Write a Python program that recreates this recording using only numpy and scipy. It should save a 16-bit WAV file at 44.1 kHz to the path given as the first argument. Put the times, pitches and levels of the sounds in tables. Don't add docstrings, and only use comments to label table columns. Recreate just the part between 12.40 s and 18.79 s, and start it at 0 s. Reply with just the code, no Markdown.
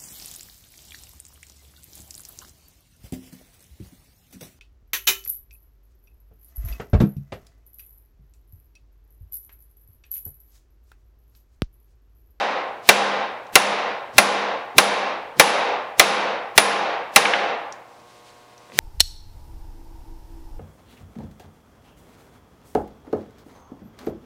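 import sys
import numpy as np
from scipy import signal
from scipy.fft import rfft, irfft, next_fast_len
from scipy.io import wavfile
from scipy.ndimage import uniform_filter1d, map_coordinates

SR = 44100
rng = np.random.default_rng(int(sys.argv[2]) if len(sys.argv) > 2 else 0)


def materialize(psi):
    bounded = np.clip(np.atleast_2d(psi).T, -1, 1)
    quanta = np.round(bounded * 32767).astype(np.int16)
    wavfile.write(sys.argv[1], SR, quanta)


def linear_from_db(decibels):
    return 10 ** (np.asarray(decibels, float) / 20)


N = 281799
LEAD = SR // 2
TAIL = 3 * SR // 2


def noise(n):
    return rng.standard_normal(n)


def unit(x):
    return x / np.sqrt(np.mean(x ** 2) + 1e-20)


def along(points, hz):
    f, value = np.transpose(points)
    return np.interp(np.log(hz + 1), np.log(f + 1), value)


def filtered(x, response):
    m = next_fast_len(len(x) + 8192)
    return irfft(rfft(x, m) * response(np.fft.rfftfreq(m, 1 / SR)), m)[:len(x)]


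def coloured(n, spectrum):
    return filtered(noise(n), lambda f: linear_from_db(along(spectrum, f)))


def resonance(f, hz, width):
    return 1j * f * width / (hz * hz - f * f + 1j * f * width)


def low_pass(f, hz):
    return 1 / (1 + (f / hz) ** 6)


def ring(hz, t60, t):
    return linear_from_db(-60 * t / t60) * np.sin(2 * np.pi * (hz * t + rng.random()))


def rise(t, seconds):
    return 1 - np.exp(-t / seconds)


def wander(rate, t):
    return map_coordinates(noise(int(t[-1] * rate) + 4), [t * rate])


def silence():
    return np.zeros(LEAD + N + TAIL)


def add(track, s, sound):
    track[LEAD + round(s * SR):][:len(sound)] += sound


def trimmed(track):
    return track[LEAD:LEAD + N]


# (frequency [Hz], level [dB])
LAMP_LINES = [(118.4, -67.5), (360.7, -73), (479.1, -63.5), (597.5, -63.5), (721.4, -61), (839.8, -66.5),
              (958.2, -64), (1082, -61), (1200, -68), (1437, -75.5), (1561, -73), (2040, -77.5),
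              (2159, -75.5), (2519, -76)]


def lamps():
    t = np.arange(N) / SR
    buzz = np.zeros(N)
    for hz, db in LAMP_LINES:
        harmonic = 120 * round(hz / 120)
        buzz += linear_from_db(db + 5) * np.sin(2 * np.pi * (harmonic * t + rng.random()))
    return buzz


# (frequency [Hz], level [dB per Hz])
AIR_COLOUR = [(25, -7.5), (50, -1.5), (120, -5), (500, -2.5), (700, -5), (1300, -8.5), (4000, -18),
              (9000, -26.5), (15700, -29)]


def room_air():
    return linear_from_db(-54) * unit(coloured(N, AIR_COLOUR))


# (frequency [Hz], level [dB per Hz])
TAIL_COLOUR = [(100, -33), (170, -14.5), (300, -9.5), (450, -7.5), (800, 0.5), (1200, -4.5), (2400, -8),
               (4000, -15), (6000, -21.5), (8000, -33), (10500, -40.5), (12000, -52), (14000, -66),
               (16000, -78.5)]
# (frequency [Hz], width [Hz], level over the tail [dB])
CASTING_MODES = [(482, 52, 7.5), (535, 25, 5.5), (595, 19, 4), (690, 5, 8), (798, 20, 4.5), (1054, 11, 7.5),
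                 (1155, 30, 2.5), (1370, 12, 0), (1570, 20, 2), (1600, 99, 0), (2054, 24, 1),
                 (2380, 37, 1.5), (2680, 54, 2.5), (3690, 26, 4), (3770, 60, 4.5), (4160, 70, 0.5),
                 (9560, 300, 8)]
# (frequency [Hz], time to fall 60 dB [s])
TAIL_DECAY = [(60, 0.47), (200, 0.79), (700, .95), (2000, 0.82), (4500, .62), (8000, 0.39), (10000, 0.37),
              (12000, .3), (14000, 0.15), (16000, 0.2)]


def room_tail():
    def iron(f):
        modes = sum((linear_from_db(db) - 1) * resonance(f, hz, width) for hz, width, db in CASTING_MODES)
        return linear_from_db(along(TAIL_COLOUR, f)) * (1 + modes)

    hz, t, z = signal.stft(filtered(noise(TAIL), iron), SR, nperseg=256)
    early = 1 + linear_from_db(13.5 - 60 * t / 0.079)
    decay = linear_from_db(-60 * (t - 0.15) / along(TAIL_DECAY, hz)[:, None])
    fading = signal.istft(z * early * decay, SR, nperseg=256)[1][:TAIL]
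    fading = fading * rise(np.arange(TAIL) / SR, 0.0066)
    return fading / np.sqrt(np.mean(fading[SR // 10:SR // 5] ** 2))


def clank(t, modes, damping, crack_db):
    body = np.zeros(len(t))
    for hz, width, db in modes:
        t60 = np.clip(damping * 6 / np.sqrt(width * hz / 40), 0.008, 0.2)
        build_up = 1 - np.exp(-t * (hz / 1000) ** 2 / 0.003)
        body += linear_from_db(db + 2 * rng.standard_normal()) * ring(hz, t60, t) * build_up
    crack = unit(filtered(noise(len(t)), lambda f: resonance(f, 2200, 990) + 0.16))
    crack = linear_from_db(crack_db - 60 * t / 0.028) * crack
    return (body + crack) * rise(t, 0.00012) / 3


# (frequency [Hz], level [dB], time to fall 60 dB [s])
HEAD_MODES = [(9080, -14, .15), (9530, -4, .2), (9800, -10, .2), (10020, -2, .14), (10110, -7, .3),
              (11500, -18, .14)]


def head_ring(t):
    head = np.zeros(len(t))
    for hz, db, t60 in HEAD_MODES:
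        band = unit(filtered(noise(len(t)), lambda f: resonance(f, hz, 45)))
        head += linear_from_db(db + 2 * rng.standard_normal() - 60 * t / t60) * band
    return head * rise(t, 0.001)


# (frequency [Hz], level [dB], time to fall 60 dB [s])
PLATE_MODE = (202, -20.5, 0.77)


def plate_boom(t):
    hz, db, t60 = PLATE_MODE
    fade = np.cos(np.pi * t)
    return linear_from_db(db + rng.standard_normal()) * ring(hz, t60, t) * fade * rise(t, 0.012)


# (frequency [Hz], width [Hz], level [dB])
DRIFT_MODES = [(444, 110, -7.5), (577, 56, -6), (811, 100, -14.5), (1013, 180, -18), (1392, 120, -2),
               (1597, 150, -5.5), (1745, 100, -10.5), (2053, 68, -1.5), (2353, 84, 1.5), (2707, 170, 1.5),
               (3487, 90, -5), (3800, 85, -7.5), (4092, 81, -2), (5100, 140, -7), (5426, 180, -2),
               (5865, 59, -10), (6120, 100, -5.5), (6760, 600, -13), (9000, 150, -22.5), (10054, 110, 2.5)]
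# (time [s], peak [dB], tail [dB], head ring [dB], gain drop [dB])
BLOWS = [
    (0.489, 7.5, -1, -7, 19),
    (1.154, 5, 0, 1.5, 19.5),
    (1.781, 6, -0.5, 3.5, 19),
    (2.381, 4, 0, 3, 18),
    (2.996, 1.5, 5, 8, 19),
    (3.595, 3, 2, 3.5, 18.5),
    (4.177, 3.5, 3.5, 10, 20.5),
    (4.76, 1.5, 4, 3.5, 18.5),
    (6.388, 1.5, -7, 0, 19),
]
# (time [s], peak [dB], tail [dB], head ring [dB], gain drop [dB])
EARLIER_BLOW = (-0.1935, 4.5, 3.5, -1, 21.5)


def blows():
    track, t = silence(), np.arange(SR // 2) / SR
    for s, db, tail_db, ring_db, _ in [EARLIER_BLOW, *BLOWS]:
        add(track, s + 0.0008, linear_from_db(db + 13.5) * clank(t, DRIFT_MODES, damping=0.5, crack_db=4.5))
        add(track, s + 0.002, linear_from_db(db) * plate_boom(t))
        add(track, s + 0.0042, linear_from_db(db + ring_db - 16) * head_ring(t))
        add(track, s + 0.002, linear_from_db(db + tail_db - 16) * room_tail())
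    return trimmed(track)


def swell(lead_s, spectrum):
    n = round(lead_s * SR)
    growth = np.sin(np.pi / 2 * np.arange(n) / n) ** 2
    return growth * unit(coloured(SR // 8, spectrum))[:n]


# (blow time [s], lead [s], swish level [dB], puff level [dB])
SWINGS = [(.490, 0.083, -43, -51.5), (1.154, .035, -52.5, -39), (1.783, 0.072, -43.5, -37),
          (2.382, .045, -46, -29.5), (2.996, 0.049, -44, -36.5), (3.594, .035, -43, -47.5),
          (4.18, 0.028, -48, -37), (4.761, 0.059, -45, -49), (6.389, 0.095, -42.5, -41.5)]


def swings():
    swish = [(800, -20.5), (2500, 0), (5000, -2.5), (9000, -11), (14000, -17.5)]  # (Hz, dB)
    puff = [(40, -19.5), (120, 5.5), (400, 3.5), (900, -27.5), (3000, -65.5)]
    track = silence()
    for s, lead_s, swish_db, puff_db in SWINGS:
        add(track, s - lead_s, linear_from_db(swish_db) * swell(lead_s, swish))
        add(track, s - lead_s, linear_from_db(puff_db) * swell(lead_s, puff))
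    return trimmed(track)


# (time [s], peak [dB], frequency [Hz], width [Hz])
TICKS = [
    (1.0685, -36, 4140, 1524),
    (5.3239, -21, 5740, 1460),
    (5.5994, -42, 5770, 1510),
    (6.1785, -34, 5850, 1510),
]


def ticks():
    track, t = silence(), np.arange(SR // 5) / SR
    for s, db, hz, width in TICKS:
        scrape = (linear_from_db(-60 * t / 0.012) + linear_from_db(-22 - 60 * t / 0.25)) * noise(len(t))

        def steel(f):
            modes = resonance(f, hz, width * 2) + 0.3 * resonance(f, hz * 1.56, 900)
            return modes * low_pass(f, 8000)

        ping = ring(hz, 0.035, t) * rise(t, 0.0005)
        add(track, s, linear_from_db(db - 1) * filtered(scrape, steel) + linear_from_db(db - 13.5) * ping)
    return trimmed(track)


# (frequency [Hz], width [Hz], level [dB])
FACE_MODES = [(1670, 200, 0), (2400, 450, 0), (3660, 290, -5), (4700, 220, -10)]
# (time [s], peak [dB])
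BOUNCES = [
    (4.8529, -9.5),
    (4.9352, -12),
    (4.9854, -36),
]


def bounces():
    track, t = silence(), np.arange(SR // 2) / SR
    for s, db in BOUNCES:
        contact = clank(t, FACE_MODES + [(910, 250, -3)], damping=0.3, crack_db=1)
        soft = filtered(contact, lambda f: resonance(f, 2100, 2700) ** 2 * low_pass(f, 5000))
        add(track, s + 0.0005, linear_from_db(db + 23) * soft)
        add(track, s + 0.003, linear_from_db(db - 19) * filtered(room_tail(), lambda f: low_pass(f, 4000)))
    return trimmed(track)


# (time [s], level [dB])
RUSTLE = [
    (5.4, -70),
    (5.544, -61.5),
    (5.79, -56),
    (6.154, -61.5),
    (6.3, -59),
]


def sleeve():
    t = np.arange(N) / SR
    colour = [(300, -18), (1500, -2), (4000, -0.5), (9000, -8.5), (16000, -28)]  # (Hz, dB)
    grain = linear_from_db(1.5 * wander(30, t))
    fibre = unit(grain * coloured(N, colour))
    s, db = np.transpose(RUSTLE)
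    return linear_from_db(np.interp(t, s, db, left=-120)) * fibre


# (time [s], peak [dB], edge level [dB])
KNOCKS = [
    (6.299, -38, -3),
    (6.32, -33, 0),
]


def knocks():
    track, t = silence(), np.arange(SR // 5) / SR
    for s, db, edge_db in KNOCKS:
        body = 0.66 * ring(507, 0.043, t) + ring(1100, 0.013, t)
        edge = ring(1950, 0.011, t) + ring(2620, 0.008, t) + 0.6 * ring(3500, 0.008, t)
        add(track, s, linear_from_db(db) * (body + linear_from_db(edge_db) * edge) * rise(t, 0.00044) ** 2)
    return trimmed(track)


def scene():
    hammer = blows() + swings() + bounces()
    return (lamps() + room_air() + hammer + ticks() + sleeve() + knocks())[None]


# (frequency [Hz], level [dB])
WHINE = (15750, -80)


def whine(t):
    hz, db = WHINE
    return linear_from_db(db + 3 * np.sin(2 * np.pi * 11 * t)) * np.sin(2 * np.pi * hz * t)


def ducking(t):
    gain_db = np.zeros(N)
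    for s, *_, drop_db in [EARLIER_BLOW, *BLOWS]:
        since = np.maximum(t - s - 0.003, 0)
        duck_db = drop_db * rise(since, 0.0045) - 56 * since
        gain_db = np.minimum(gain_db, -duck_db)
    return uniform_filter1d(gain_db, size=64)


# (frequency [Hz], level [dB])
TREBLE_LIMIT = [(6000, -75), (8000, -60), (10300, -56), (11000, -47), (15000, -59.5), (15600, -60.5)]


def masked(x):
    hz, _, z = signal.stft(x, SR, nperseg=1024)
    power = abs(z) ** 2
    band = power[:512].reshape(64, 8, -1).sum(axis=1)
    band = np.repeat(band, 8, axis=0)
    keep = band > linear_from_db(along(TREBLE_LIMIT, hz[:512]))[:, None] ** 2 * power.sum(axis=0)
    keep = np.vstack([keep, keep[:1]])
    hz = hz[:, None]
    z = z * (keep | (hz < 6000))
    top_cut = linear_from_db(-22 * (hz > 15850))
    return signal.istft(z * top_cut * resonance(hz, 1500, 30000), SR, nperseg=1024)[1][:N]


# (blow time [s], lead [s], level [dB])
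HISS_SWELLS = [(.490, .028, -33.5), (1.153, 0.038, -36.5), (1.782, 0.022, -33.5), (2.382, 0.024, -32.5),
               (2.998, 0.018, -34.5), (3.595, 0.02, -31.5), (4.176, 0.03, -33.5), (4.761, 0.034, -39),
               (6.389, 0.021, -32.5)]


def swelling_hiss():
    colour = [(300, -2.5), (2500, 3), (6000, -3), (15500, -5), (16000, -61.5)]  # (Hz, dB)
    track = silence()
    for s, lead_s, db in HISS_SWELLS:
        add(track, s - lead_s, linear_from_db(db) * swell(lead_s, colour))
    return trimmed(track)


def band_limit(x):
    return signal.sosfilt(signal.butter(12, 15840, fs=SR, output="sos"), x)


def record(dry):
    t = np.arange(N) / SR
    x = (dry[0] + whine(t)) * linear_from_db(ducking(t))
    x = masked(np.clip(x, -1, 1))
    mix = (x + swelling_hiss())[None]
    return band_limit(mix)


dry = scene()
out = record(dry)
materialize(out)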